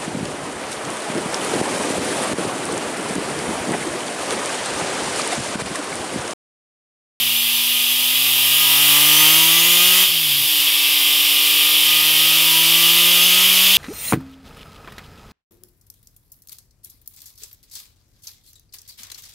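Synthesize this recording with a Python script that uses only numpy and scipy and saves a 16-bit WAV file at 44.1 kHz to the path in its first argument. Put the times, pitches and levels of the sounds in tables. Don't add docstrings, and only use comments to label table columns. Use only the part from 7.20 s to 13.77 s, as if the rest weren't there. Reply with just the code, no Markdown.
import sys
import numpy as np
from scipy import signal
from scipy.fft import rfft, irfft, next_fast_len
from scipy.io import wavfile

SR = 44100
rng = np.random.default_rng(int(sys.argv[2]) if len(sys.argv) > 2 else 0)


def volts_from_decibels(level):
    exponent = np.asarray(level, float) / 20
    return 10 ** exponent


def log_audio(samples):
    frames = np.atleast_2d(samples).T
    limited = np.clip(frames, -1, 1)
    pcm = np.round(limited * 32767).astype(np.int16)
    wavfile.write(sys.argv[1], SR, pcm)


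N = 289737
CONTROL = 64
SHIFT_S, CLUTCH_HOME_S = 2.86, 3.45


def rms_one(x):
    return x / np.sqrt(np.mean(x ** 2) + 1e-20)


def in_time(rows, step=1):
    s, *columns = np.transpose(rows)
    t = np.arange(0, N + step - 1, step) / SR
    return [np.interp(t, s, column) for column in columns]


def full(coarse):
    return np.interp(np.arange(N) / CONTROL, np.arange(len(coarse)), coarse)


def at_hz(points, hz):
    point_hz, db = np.transpose(points)
    return np.interp(np.log(hz + 1), np.log(point_hz), db)


def lift_db(modes, hz):
    return sum(db / (1 + (2 * (hz - centre_hz) / width) ** 2) for centre_hz, width, db in modes)


def drift(rate_hz):
    r = np.exp(-2 * np.pi * rate_hz * CONTROL / SR)
    wander = signal.lfilter([1], [1, -2 * r, r * r], rng.standard_normal(N // CONTROL + 1002))
    return rms_one(wander[1000:])


# time in seconds, firings per second.
SPEED = [(0, 118), (.6, 123.3), (.9, 126.8), (1.3, 134.3), (1.65, 142.8), (2.05, 155.4), (2.84, 185),
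         (3.135, 140.5), (3.17, 141.5), (3.24, 149.6), (3.38, 150.9), (3.43, 144.2), (3.5, 146.8),
         (4.2, 149.1), (4.8, 154.2), (5.3, 160.9), (5.75, 170), (6.57, 191.2)]
# time in seconds, effort in dB, boom of the firing tone in dB.
LOAD = [(0, -7.5, -47), (.3, -7, -53), (.7, -6.5, -56), (1.05, -3.5, -47), (1.4, 2.5, -44), (1.7, 7, -39),
        (2.05, 9.5, -36), (2.4, 5, -37.5), (2.83, 7, -39), (2.875, -1.5, -56), (2.93, -5, -41.5),
        (3.22, -3.5, -40.5), (3.37, -1, -72), (3.48, -3.5, -60), (4.3, 0, -55.5), (4.85, 0.5, -44),
        (5.5, 4, -38.5), (6.57, 4.5, -37)]


def follow(base_db, effort_share, wheel_share):
    rate, effort_db = in_time(SPEED, CONTROL)[0], in_time(LOAD, CONTROL)[0]
    second_gear = np.arange(len(rate)) * CONTROL > CLUTCH_HOME_S * SR
    wheel = np.maximum.accumulate(rate * np.where(second_gear, 1.26, 1))
    return base_db + effort_share * effort_db + wheel_share * 20 * np.log10(wheel / wheel[0])


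def shut_db():
    t = np.arange(N // CONTROL + 2) * CONTROL / SR
    moments = [SHIFT_S - .02, SHIFT_S + .02, CLUTCH_HOME_S - .2, CLUTCH_HOME_S]
    return np.interp(t, moments, [0, -7, -7, 0])


def workshop(x):
    t60_s, wet_db = .3, -13
    size = next_fast_len(N + SR)
    turn = -2j * np.pi * np.arange(size // 2 + 1) / size
    wet = 0
    for k, lag in enumerate((rng.uniform(.011, .04, 10) * SR).astype(int)):
        loop = volts_from_decibels(-60 * lag / SR / t60_s) * np.exp(turn * lag)
        wet = wet + (-1) ** k * loop / (1 - loop)
    return irfft(rfft(x, size) * (1 + volts_from_decibels(wet_db) * wet), size)[:N]


# centre in Hz, width in Hz, lift in dB.
PIPE = [(145, 24, -14), (313, 57, 2.5), (527, 21, 4), (687, 59, 3.5), (790, 50, 1.5), (972, 25, 6),
        (1096, 184, -9), (1272, 76, 1), (1352, 110, -11.5), (1504, 80, -10.5), (1694, 27, 3),
        (1876, 28, 6.5), (1950, 32, -1.5), (2020, 120, 6), (2143, 28, -6), (2250, 31, 1), (2417, 24, 2),
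        (2865, 58, 5), (3330, 28, -2), (3720, 35, 1), (4270, 150, -1), (4480, 32, -3)]


def noise(spectrum, pipe_share, patchy_db):
    hz = np.arange(N // 2 + 1) * SR / N
    coloured = rfft(rng.standard_normal(N)) * volts_from_decibels(at_hz(spectrum, hz) + pipe_share * lift_db(PIPE, hz))
    place = 2 * np.log2(hz + 1)
    first, last = int(2 * np.log2(spectrum[0][0])), int(2 * np.log2(spectrum[-1][0]))
    out, together = 0, drift(6.5)
    for k in range(first, last + 2):
        band = irfft(coloured * np.clip(1 - abs(place - k), 0, 1), N)
        out = out + band * full(volts_from_decibels(patchy_db * (0.41 * together + drift(15))))
    return rms_one(out)


def throb(firings, pulses):
    return np.cos(2 * np.pi * pulses / 3 * firings + pulses)


# frequency in Hz, density in dB per Hz.
RUMBLE = [(12, -55), (20, -11), (65, -12), (135, -5), (181, -10), (308, -5.5), (791, -5), (944, 3.5),
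          (1040, -6), (1200, 6.5), (1350, -26), (1770, -26), (2200, -12.5), (2860, -40), (4840, -120)]


def rumble():
    level_db = full(follow(-44, effort_share=.14, wheel_share=.36))
    return volts_from_decibels(level_db) * noise(RUMBLE, pipe_share=.44, patchy_db=1.0)


# frequency in Hz, density in dB per Hz.
RUSH = [(880, -30.5), (1500, -20), (2000, -18), (2180, -11.5), (2750, -3.5), (3170, 1.5), (3520, 0),
        (4130, -11), (4840, -6.5), (6500, -21), (8450, -22), (14300, -120)]


def rush(firings):
    level_db = full(follow(-19.5, effort_share=.11, wheel_share=.83)) - 2.5
    beat = 1 + .12 * throb(firings, 3) + .09 * throb(firings, 1)
    return volts_from_decibels(level_db) * noise(RUSH, pipe_share=.25, patchy_db=.35) * beat


# frequency in Hz, density in dB per Hz.
HISS = [(3180, -11.5), (5400, -2), (6510, -4), (7450, -2.5), (9500, -1.5), (12400, -31), (20900, -120)]


def hiss(firings):
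    level_db = full(follow(-26.5, effort_share=.51, wheel_share=0) + .2 * shut_db())
    beat = 1 + .04 * throb(firings, 3) + .03 * throb(firings, 1)
    return volts_from_decibels(level_db) * noise(HISS, pipe_share=0, patchy_db=.35) * beat


# frequency in Hz, density in dB per Hz.
SIZZLE = [(7500, -17.5), (9000, -8.5), (10500, 0.5), (12000, 0.5), (14200, 2.5), (15200, -4.5), (15600, 1),
          (15800, -14), (16100, -46)]


def sizzle(firings):
    level_db = full(follow(-18.5, effort_share=.45, wheel_share=-.23))
    beat = 1 + .055 * throb(firings, 3) + .04 * throb(firings, 2)
    return volts_from_decibels(level_db) * noise(SIZZLE, pipe_share=0, patchy_db=.35) * beat


# start in seconds, peak in dB, pitch in Hz, t60 in seconds.
KNOCKS = [
    (2.884, -34, 112, .13),
    (3.215, -33, 122, .13),
    (3.385, -37, 112, .12),
]


def knocks():
    out = np.zeros(N)
    for s, db, hz, t60 in KNOCKS:
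        t = np.maximum(np.arange(N) / SR - s, 0)
        out += volts_from_decibels(db - 60 * t / t60) * (1 - np.exp(-t / 0.0073)) * np.sin(2 * np.pi * hz * t)
    return out


# multiple of the firing rate, level in dB rms.
LOW_GEAR = [(19.92, -36), (29.88, -45), (39.83, -42), (49.83, -48), (59.7, -50)]
HIGH_GEAR = [(3.25, -58), (3.37, -53), (7.42, -54), (7.68, -51), (14.46, -45), (15.42, -42), (15.83, -39),
             (16.21, -41), (17.58, -38), (25.88, -48), (26.88, -46), (27.75, -46), (34.29, -52)]
# centre in Hz, width in Hz, lift in dB.
GEARBOX = [(4620, 250, 8), (6100, 600, 10), (6800, 600, 8), (9250, 500, 8)]


def gears(firings, flicker_db, waver):
    t, rate = np.arange(N) / SR, in_time(SPEED, CONTROL)[0]
    load_db = follow(0, effort_share=.37, wheel_share=.2)
    out = np.zeros(N)
    for table, engaged in ((LOW_GEAR, t < SHIFT_S), (HIGH_GEAR, t > CLUTCH_HOME_S)):
        for multiple, db in table:
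            level_db = db + load_db + lift_db(GEARBOX, multiple * rate) + flicker_db * drift(1.8)
            phase = 2 * np.pi * multiple * firings + waver * multiple * full(drift(12))
            out += engaged * full(volts_from_decibels(level_db)) * np.sin(phase)
    return out


FIRING_OVERTONES = [7.3, 3, 4.1, 6.8, 6.6, 6.3, 5.8, 4.3, 4.6, 7.1, 4.1, 7.1, 1.5, 4.3]


def line_db(k):
    if k % 3 == 0:
        last = len(FIRING_OVERTONES) + 2
        fade_db = 0.37 * max(k // 3 - last, 0)
        return FIRING_OVERTONES[min(k // 3, last) - 3] - fade_db
    if k < 3:
        return {1: -11, 2: 14}[k]
    uneven_db = -1.76 * (-1) ** (k % 3)
    return -4 + 0.0456 * k + uneven_db


# frequency in Hz, level in dB rms.
SILENCER = [(40, -88), (100, -80), (250, -62), (400, -60), (600, -57), (800, -56), (1200, -41), (1500, -50),
            (1800, -54), (2200, -47), (2700, -37), (3200, -34), (3800, -42), (4600, -49)]


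def overtones(firings, flicker_db):
    cycle_hz, out = in_time(SPEED, CONTROL)[0] / 3, np.zeros(N)
    low_db = in_time(LOAD, CONTROL)[0]
    high_db = follow(0, effort_share=.37, wheel_share=.2)
    closed_db = shut_db()
    for k in range(1, 116):
        if k in (3, 6):
            continue
        hz = k * cycle_hz
        high = 1 / (1 + (2160 / hz) ** 6)
        level_db = line_db(k) + closed_db + at_hz(SILENCER, hz) + lift_db(PIPE, hz)
        level_db += low_db + high * (high_db - low_db)
        level_db += flicker_db * (1 + high) * drift(2.9)
        out += full(volts_from_decibels(level_db)) * np.sin(2 * np.pi * (k / 3 * firings + .78 * rng.random()))
    return out


# frequency in Hz, lift in dB.
OCTAVE_ROOM = [(236, 4.5), (255, 2.5), (272, -5.5), (290, -1), (345, 1), (370, -4.5), (384, -9)]


def tones(firings):
    first_db = in_time(LOAD)[1]
    octave_db = full(follow(-41.5, effort_share=.84, wheel_share=0))
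    octave_db = octave_db + at_hz(OCTAVE_ROOM, 2 * in_time(SPEED)[0])
    first = volts_from_decibels(first_db) * np.sin(2 * np.pi * firings)
    octave = volts_from_decibels(octave_db) * np.sin(4 * np.pi * firings + 1)
    return np.sqrt(2) * (first + octave)


def scene():
    firings = np.cumsum(in_time(SPEED)[0]) / SR
    lines = overtones(firings, flicker_db=1.0) + gears(firings, flicker_db=2, waver=.02)
    lines = np.sqrt(2) * volts_from_decibels(-1.0) * workshop(lines)
    gas = rumble() + rush(firings) + hiss(firings) + sizzle(firings)
    return np.tile(gas + knocks() + lines + tones(firings), (2, 1))


WIDE_PATCHES = [.19, .375, .955, 1.885, 2.14, 2.185, 2.395, 2.535, 2.67, 3.28, 3.95, 4.695, 5.135, 5.205,
                5.32, 5.575, 6.04, 6.11, 6.365, 6.48]


def widen_treble(dry, wet):
    size = 2048
    khz, window = np.arange(size // 2 + 1) * SR / size / 1000, signal.windows.tukey(size, .9)
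    for s in WIDE_PATCHES:
        lows = rng.uniform(4.2, 14.4, (2, 1))
        band = ((khz > lows) & (khz < lows + 1.5)).any(axis=0)
        frame = slice(int(s * SR) - size // 2, int(s * SR) + size // 2)
        level = np.std(irfft(rfft(dry[0, frame]) * band))
        fill = rms_one(irfft(rfft(rng.standard_normal(size)) * band))
        wet[:, frame] += volts_from_decibels(-4.5) * level * window * fill * [[1], [-1]]
    return wet


def top_cut(x):
    return signal.sosfilt(signal.butter(12, 15800, fs=SR, output="sos"), x)


def record(dry):
    rounded = 1.3 * np.tanh(dry / 1.3)
    return top_cut(widen_treble(dry, rounded))


dry = scene()
out = record(dry)
log_audio(out)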